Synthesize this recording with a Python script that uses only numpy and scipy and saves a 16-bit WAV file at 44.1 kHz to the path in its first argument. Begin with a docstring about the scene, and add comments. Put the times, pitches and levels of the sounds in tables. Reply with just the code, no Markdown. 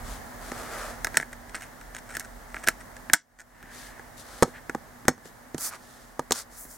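"""In a small, quiet room, hands brush over a metal case on a wooden desk, close to a handheld camera.
A disc is pressed onto the plastic hub inside: it sticks and slips, creaking, and snaps home at 3.1 s.
The lid is slapped shut at 4.4 s and pressed until it latches at 5.1 s. From 5.5 s a second case is
dragged off the desk, set down on the first and slid straight. After the hardest snaps the camera
turns its own volume down for a moment."""
import sys
import numpy as np
from scipy import signal
from scipy.fft import next_fast_len
from scipy.io import wavfile
from scipy.ndimage import uniform_filter1d

SR = 44100
rng = np.random.default_rng(int(sys.argv[2]) if len(sys.argv) > 2 else 0)


def unload_audio(sound):
    """Save the sound as a 16-bit wav file, at the path given as the first command line argument."""
    columns = np.transpose(np.atleast_2d(sound))
    # keep every value between -1 and 1, then stretch to whole-number steps
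    steps = np.round(np.clip(columns, -1, 1) * 32767)
    wavfile.write(sys.argv[1], SR, steps.astype(np.int16))


N = 298896
T = np.arange(SR // 6) / SR  # time axis of one short sound, in seconds

# soft rush of the room's air: f/Hz, level/dB
AIR_SPECTRUM = [(60, -16), (100, -1.5), (175, -8.5), (250, -3.5), (330, -11), (450, -9.5), (700, -5),
                (1150, -9.5), (1550, -10.5), (1750, -8), (2100, -14), (2500, -24.5), (4300, -25),
                (6500, -23), (15500, -27.5)]
# tones like a small fan's: f/Hz, level compared with the air/dB
HUM_TONES = [(242, -9.5), (840, -23.5)]
# rumble of the hand holding the camera: f/Hz, level/dB
RUMBLE_SPECTRUM = [(15, -22.5), (30, -12), (42, 8), (60, -6), (100, -13.5), (180, -28.5), (400, -48.5)]
# how that rumble changes with the unsteady grip: t/s, level/dB
GRIP_LEVELS = [(0, -40), (0.3, -54), (0.6, -50), (1.6, -54.5), (2.5, -50), (3, -54), (5.5, -62.5),
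               (6.7, -59.5)]
# hand and sleeve brushing over case and desk: start/s, end/s, hiss/dB, body/dB
HAND_RUBS = [(0.028, 0.204, -51, -53), (0.397, 0.561, -53, -51), (0.501, 0.719, -51, -45),
             (0.639, 0.98, -49, -42), (3.691, 3.939, -48, -58), (4.163, 4.24, -47, -62),
             (4.191, 4.551, -51, -50.5), (5.234, 5.308, -54.5, -75), (5.701, 6.202, -57.5, -63)]
# the "body", the lower sound of a rubbed object: f/Hz, level/dB
BODY_SPECTRUM = [(300, 5.5), (680, 4), (950, -3), (1300, 2.5), (1600, -1), (1950, -5), (2400, -9.5),
                 (4000, -30.5)]
# where the hands are: t/s, left minus right/dB
HAND_PLACES = [(0.5, 4), (4.2, 2.5), (4.43, 1), (5.25, 5), (5.55, -10), (5.72, -0.5), (6.3, -1),
               (6.7, -0.5)]
# cases hitting the desk and each other: t/s, thud/dB, pitch of the blow/Hz, tray ring/dB, crack/dB
CASE_KNOCKS = [(0.5176, -37, 520, -42, -47.5), (3.635, -44, 110, -60, -70), (3.995, -47, 620, -46, -60),
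               (4.4244, -9.5, 372, -24.5, -25), (4.4301, -15, 880, -24.5, -21.5),
               (4.478, -40, 200, -65, -59), (4.6958, -33, 368, -30, -43), (4.7481, -26, 435, -37.5, -45.5),
               (5.053, -40, 110, -47, -56), (5.0821, -8, 360, -12.5, -20), (5.0902, -32, 280, -29, -29),
               (5.1792, -48, 650, -55, -59), (5.2556, -44.5, 220, -54.5, -54),
               (5.5456, -28.5, 196, -44.5, -43.5), (5.5806, -42.5, 400, -46.5, -36.5),
               (6.1939, -24.5, 627, -36, -38.5), (6.3083, -25, 740, -33.5, -29),
               (6.3207, -29.5, 800, -37, -18.5), (6.652, -47.5, 240, -57, -55)]
# ringing tones of the metal shell on the desk: f/Hz, level/dB, time to fade by 60 dB/s
SHELL_TONES = [(85, -13.5, 0.1), (158, -8.5, 0.077), (247.3, -3, 0.059), (339, -1, 0.032), (468, 0, 0.025),
               (568, -4.5, 0.023), (793, -4, 0.041), (912, -5, 0.028), (956, -2, 0.022), (1166, -6, 0.028),
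               (1247, -5, 0.043)]
# ringing tones of the disc and plastic tray: f/Hz, level/dB, time to fade by 60 dB/s
DISC_TONES = [(185, -18, 0.022), (323, -20, 0.062), (674, -11, 0.03), (905, -19, 0.052), (1349, -8, 0.033),
              (1517, -3, 0.025), (1697, 1, 0.022), (1607, 3.5, 0.0051), (1893, 2.5, 0.013),
              (2184, -11.5, 0.032), (2316, -8.5, 0.016)]
# high ringing tones of tray and shell: f/Hz, level/dB, time to fade by 60 dB/s
HIGH_TONES = [(3840, -13.5, 0.044), (4300, -4.5, 0.046), (5170, -4.5, 0.052), (5510, 5.5, 0.028),
              (6190, 0.5, 0.023), (7150, -13, 0.015), (6560, -4.5, 0.031), (8800, 0, 0.017)]
# bright noise of a crack: f/Hz, level/dB
CRACK_SPECTRUM = [(100, -13), (1000, -13.5), (2000, -13.5), (3200, -2.5), (4500, -5), (6500, 2.5),
                  (8700, -1.5), (10500, -8.5), (14000, -13), (16500, -21)]
# the disc clicking on the hub and, last, the lid's latch: t/s, disc ring/dB, crack/dB
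PLASTIC_CLICKS = [(1.0465, -29.5, -32), (1.0702, -34.5, -42.5), (1.1436, -38, -52), (1.1705, -23, -29.5),
                  (1.1721, -18, -16.5), (1.2002, -29, -45), (1.2277, -32.5, -52), (1.5457, -35, -60),
                  (2.1684, -31, -35), (2.197, -53, -34.5), (2.5445, -34, -51.5), (2.5668, -34.5, -60.5),
                  (2.6746, -22.5, -27.5), (2.6856, -17, -19.5), (3.099, -28, -50), (3.1342, -4, 9),
                  (3.136, 8, 5), (3.1434, -1.5, -9.5), (3.6281, -43, -52), (5.0825, -17, -14)]
# the hub creaking under the fingers: time of most strain/s, level/dB, rise and fall time/s
HUB_CREAKS = [(1.155, -40.5, 0.023), (1.212, -36, .014), (1.329, -39.5, .004), (1.496, -47, 0.0028),
              (1.555, -31.5, .01), (1.621, -37, 0.027), (1.813, -45.5, 0.0042), (1.9489, -38.5, .002),
              (1.966, -38, 0.012), (1.986, -42.5, .004), (2.11, -37.5, 0.02), (2.151, -32.5, .008),
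              (2.208, -36.5, 0.013), (2.249, -43, 0.0049), (2.564, -40.5, 0.048), (2.639, -35.5, .005),
              (2.672, -30, 0.0022), (2.81, -44, 0.0055), (2.9667, -43, 0.0046), (3.3895, -38, 0.0018),
              (3.406, -29.5, 0.0073)]
# fingertips dragging on the tray: start/s, end/s, level/dB
FINGER_DRAGS = [(3.452, 4.125, -51), (4.528, 4.604, -45.5)]
# a case sliding on the desk, then on the other: start/s, fastest/s, end/s, hiss/dB, hiss f/Hz, body/dB
CASE_SCRAPES = [(5.57, 5.665, 5.71, -30, 7800, -42.5), (5.68, 5.748, 5.778, -49, 5600, -42),
                (6.32, 6.372, 6.445, -36, 6200, -43), (6.49, 6.56, 6.63, -51, 7200, -62),
                (6.555, 6.607, 6.69, -42, 10500, -62), (6.655, 6.725, 6.8, -47, 8700, -66)]
# how long the room echoes: f/Hz, time to fade by 60 dB/s
ECHO_TIMES = [(150, 0.16), (1000, 0.12), (6000, 0.15), (15000, 0.056)]
# balance of the two microphones: f/Hz, left minus right/dB
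MIC_BALANCE = [(40, -2.5), (150, -2.5), (500, -2.5), (1500, -1.5), (3000, 1.5)]


def amp(db):
    """Turns decibels into a number to multiply by."""
    return 10 ** (np.asarray(db) / 20)


def unit(x):
    """Scales a signal to an average power of 1."""
    return x / np.sqrt(np.mean(x ** 2) + 1e-20)


def read(points, hz):
    """Looks up a frequency in a table, blending between its rows."""
    f, value = np.transpose(points)
    return np.interp(np.log(hz + 1), np.log(f), value)


def add(mix, s, sound):
    """Mixes a stereo sound in at s seconds."""
    part = mix[:, max(round(s * SR), 0):][:, :sound.shape[1]]
    part += sound[:, :part.shape[1]]


def sides(db):
    """Left and right volumes, with the left louder by db."""
    return unit(amp(np.array([[db], [-db]]) / 2))


def hand_db(s):
    """How far left the hands are at s seconds, as left minus right in dB."""
    return np.interp(s, *np.transpose(HAND_PLACES))


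def noise(count, alike=0.94):
    """White noise at two nearby microphones; alike=1 makes both sides the same."""
    a, b = rng.standard_normal((2, count))
    return np.array([a, alike * a + np.sqrt(1 - alike ** 2) * b])


def colour(x, db_at):
    """Turns each frequency up or down by db_at(hz), with no ringing ahead of the sound."""
    n = next_fast_len(x.shape[-1] + len(T))
    hz = abs(np.fft.fftfreq(n, 1 / SR))
    log_gain = np.log(amp(np.maximum(db_at(hz), -100)))
    response = np.exp(signal.hilbert(log_gain).conj())
    return np.fft.ifft(np.fft.fft(x, n) * response).real[..., :x.shape[-1]]


def high_pass_db(hz, edge_hz, order):
    """Filter curve that cuts below edge_hz; swap the two frequencies to cut above it."""
    return -10 * np.log10(1 + (edge_hz / (hz + 1)) ** (2 * order))


def at_level(x, db, spread_s=0.01):
    """Scales a short sound so that its energy, spread over spread_s, has the level db."""
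    return amp(db) * x * np.sqrt(spread_s * SR / np.mean(np.sum(x ** 2, axis=-1)))


def room_air(air_db=-47.5, fade_from_s=3.52, fade_db_per_s=1.53, waver_hz=2.5, flutter_db=2.0):
    """A soft rush with a wavering hum; both hold their level, then slowly grow fainter."""
    air = unit(colour(noise(N, alike=0.3), lambda hz: read(AIR_SPECTRUM, hz)))
    for hz, db in HUM_TONES:
        drift, flutter = unit(uniform_filter1d(rng.standard_normal((2, N)), size=3000))
        cycles = np.cumsum(hz + waver_hz * drift) / SR
        air = air + amp(db + flutter_db * flutter) * np.sin(2 * np.pi * cycles)
    fading_s = np.maximum(np.arange(N) / SR - fade_from_s, 0)
    return amp(air_db - fade_db_per_s * fading_s) * air


def grip_rumble():
    """An unsteady hand on the camera makes a deep rumble."""
    rumble = unit(colour(noise(N), lambda hz: read(RUMBLE_SPECTRUM, hz)))
    return amp(np.interp(np.arange(N) / SR, *np.transpose(GRIP_LEVELS))) * rumble


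def stroke_speed(start, end, peak=None):
    """A stroke speeds up and slows to rest; unless told when, it is fastest just before halfway."""
    if peak is None:
        peak = start + 0.43 * (end - start)
    return np.sin(np.pi / 2 * np.interp(np.arange(start, end, 1 / SR), [start, peak, end], [0, 1, 0]))


def friction(swell, hiss_db, body_db, pan_db, centre_hz, octaves, body_low_hz):
    """Tiny surface bumps hiss under a stroke and shake the rubbed object, in uneven surges."""
    fine, slow = rng.standard_normal((2, len(swell)))
    grain_db = 2.0 * unit(uniform_filter1d(fine, size=20))
    surge_db = 0.7 * unit(uniform_filter1d(slow, size=600))
    bumps = amp(grain_db + surge_db)
    low_hz, top_hz = centre_hz * 2 ** (-octaves / 2), centre_hz * 2 ** (octaves / 2)
    hiss = colour(noise(len(swell), alike=0.57) * bumps,
                  lambda hz: high_pass_db(hz, low_hz, order=5) + high_pass_db(top_hz, hz, order=4))
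    body = colour(noise(len(swell)) * bumps,
                  lambda hz: read(BODY_SPECTRUM, hz) + high_pass_db(hz, body_low_hz, order=2))
    return swell * (amp(hiss_db) * sides(pan_db) * unit(hiss) + amp(body_db) * unit(body))


def hand_rubs():
    """Hand and sleeve brush softly over case and desk, loudest when they move fastest."""
    out = np.zeros((2, N))
    for start, end, hiss_db, body_db in HAND_RUBS:
        add(out, start, friction(stroke_speed(start, end), hiss_db, body_db, hand_db(start),
                                 centre_hz=5500, octaves=1.81, body_low_hz=590))
    return out


def ring(tones, blow_hz=None):
    """A struck object rings with fading tones; a blow favours those near its own pitch."""
    hz, db, fade_s = np.transpose(tones)[:, :, None]
    weight, shift, lag = rng.standard_normal((3, len(tones), 1))
    db = db + 2 * weight  # each spot that is hit gives a new mix
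    if blow_hz:
        db = db - 2.7 * np.log2(hz / blow_hz) ** 2
    hz = hz + 0.81 * np.sqrt(hz) * shift  # the grip shifts each tone a little
    phase = np.arange(len(tones))[:, None] / 2 + 0.14 * lag  # neighbouring tones swing opposite ways
    return np.sum(amp(db - 60 * T / fade_s) * np.sin(2 * np.pi * (hz * T + phase)), axis=0)


def crack(slip_s, db, pan_db, squeak_db=0, chatter_db=-17, treble_db=0):
    """A burst of tiny uneven slips, a short chatter of loose parts, and the high ringing they leave."""
    def spectrum_db(hz):
        squeak = squeak_db * np.exp(-((hz - 8700) / 900) ** 2)  # the hub's small springy teeth
        treble = treble_db * amp(high_pass_db(hz, 10500, order=4))
        return read(CRACK_SPECTRUM, hz) + squeak + treble

    fade = np.exp(-T / slip_s) + amp(chatter_db) * np.exp(-T / 0.0059)
    slips = amp(3 * unit(uniform_filter1d(rng.standard_normal(len(T)), size=10)))
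    burst = colour(noise(len(T), alike=0.86) * fade * slips, spectrum_db)
    return sides(pan_db) * at_level(at_level(burst, 0) + at_level(ring(HIGH_TONES), -11), db)


def case_knocks(rise_s=0.00013, contact_s=0.0024, desk_hz=138, desk_fade_s=0.01):
    """The shell thuds, the desk booms faintly, the tray inside rings, and the hard rims crack together."""
    out = np.zeros((2, N))
    rise = 1 - np.exp(-T / rise_s)
    for s, thud_db, blow_hz, tray_db, crack_db in CASE_KNOCKS:
        thud = at_level(rise * ring(SHELL_TONES, blow_hz), thud_db)
        desk = at_level(np.exp(-T / desk_fade_s) * np.sin(2 * np.pi * desk_hz * T), thud_db - 20)
        tray = at_level(rise * ring(DISC_TONES, blow_hz=1700), tray_db)
        add(out, s, thud + desk + tray + crack(contact_s, crack_db, hand_db(s)))
    return out


def plastic_clicks(slip_s=0.00056, damp_s=0.00034):
    """Plastic sticks, then slips: the disc rings and the shell takes the kick, up to a limit."""
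    out = np.zeros((2, N))
    rise = 1 - np.exp(-2 * T / slip_s)
    held = rise * (0.37 + np.exp(-T / damp_s))  # the fingers soak up most of the ring at once
    for s, disc_db, crack_db in PLASTIC_CLICKS:
        disc = at_level(held * ring(DISC_TONES), disc_db)
        shell = at_level(held * ring(SHELL_TONES, blow_hz=260), min(disc_db - 17, -35))
        add(out, s, disc + shell + crack(slip_s, crack_db, pan_db=-2, squeak_db=1.5, treble_db=7.5))
    return out


def hub_creaks(slips_per_s=550, size_db=6.5, main_slip_db=9, damp_s=0.023, spots=3):
    """Strained plastic lets go in many tiny slips around one larger one, at several spots on the hub."""
    out = np.zeros((2, N))
    t = np.arange(-SR // 12, SR // 12) / SR
    for s, db, spread_s in HUB_CREAKS:
        strain = np.exp(-abs(t) / spread_s)
        creak = 0
        for spot in range(spots):
            slipping = rng.random(len(t)) < slips_per_s / spots / SR
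            sizes = amp(size_db * np.minimum(rng.exponential(1, len(t)), 2))
            slips = strain * slipping * sizes
            if spot == 0:
                slips[t == 0] += amp(main_slip_db)
            tick = crack(slip_s=0.00028, db=0, pan_db=-1, squeak_db=7, chatter_db=-25)
            disc = at_level(np.exp(-T / damp_s) * ring(DISC_TONES), db=5)
            creak = creak + signal.fftconvolve(slips[None], tick + disc, axes=1)  # one copy per slip
        add(out, s + t[0], at_level(creak, db))
    return out


def finger_drags(pitch_hz=1790, width_hz=310):
    """Dragging fingertips make the tray sing faintly: noise in a narrow band around one pitch."""
    out = np.zeros((2, N))
    for start, end, db in FINGER_DRAGS:
        speed = stroke_speed(start, end)
        song = colour(noise(len(speed)),
                      lambda hz: high_pass_db(width_hz / 2, abs(hz - pitch_hz), order=1))
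        add(out, start, amp(db) * speed * unit(song))
    return out


def case_scrapes():
    """The sliding metal case makes a brighter hiss that swells steeply with its speed."""
    out = np.zeros((2, N))
    for start, peak, end, hiss_db, centre_hz, body_db in CASE_SCRAPES:
        swell = stroke_speed(start, end, peak) ** 1.38
        add(out, start, friction(swell, hiss_db, body_db, hand_db(peak), centre_hz,
                                 octaves=1.36, body_low_hz=1000))
    return out


def room_echo(x, echo_db=-25, delay_s=0.005):
    """Sound bounces off desk and walls, and each frequency dies away at its own speed."""
    count = SR // 2
    bounces = noise(count, alike=1.0) * (rng.random(count) < 0.1) * (np.arange(count) > delay_s * SR)
    hz, t, bands = signal.stft(bounces, SR, nperseg=256)
    fade = amp(-60 * t / read(ECHO_TIMES, hz)[:, None])
    tail = signal.istft(bands * fade, SR, nperseg=256)[1]
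    return x + amp(echo_db) * signal.fftconvolve(x, tail / np.linalg.norm(tail[0]), axes=1)[:, :N]


def gain_control(x, ceiling_db=-4, recover_db_per_s=38.5, quiet_boost_db=4.5):
    """The volume drops at once on a loud peak, then creeps back; the boost for quiet sound stays lost."""
    power_db = 10 * np.log10(abs(uniform_filter1d((x ** 2).mean(0), size=16)) + 1e-12)
    over_db = np.maximum(power_db + quiet_boost_db - ceiling_db, 0)
    recovery_db = recover_db_per_s * np.arange(N) / SR
    dip_db = np.maximum.accumulate(over_db + recovery_db) - recovery_db
    lost_db = np.minimum(np.maximum.accumulate(over_db), quiet_boost_db)
    return x * amp(quiet_boost_db - uniform_filter1d(np.maximum(dip_db, lost_db), size=44))


def scene():
    """The sounds on the desk with their echo, over the room's air and the rumble of the grip."""
    desk = plastic_clicks() + hub_creaks() + case_knocks() + hand_rubs() + case_scrapes() + finger_drags()
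    return room_echo(desk) + room_air() + grip_rumble()


def record(dry, peak_limit=0.78, cutoff_hz=16100):
    """The camera hears more bass on the right, turns loud snaps down and cuts the highest treble."""
    left = colour(dry[0], lambda hz: read(MIC_BALANCE, hz) / 2)
    right = colour(dry[1], lambda hz: -read(MIC_BALANCE, hz) / 2)
    x = gain_control(np.array([left, right]))
    x = x / (1 + (x / peak_limit) ** 6) ** (1 / 6)  # rounds off the tallest peaks
    low_pass = signal.firwin(301, cutoff_hz, window=("kaiser", 9), fs=SR)
    return signal.oaconvolve(x, low_pass[None], "same")


dry = scene()
out = record(dry)
unload_audio(out)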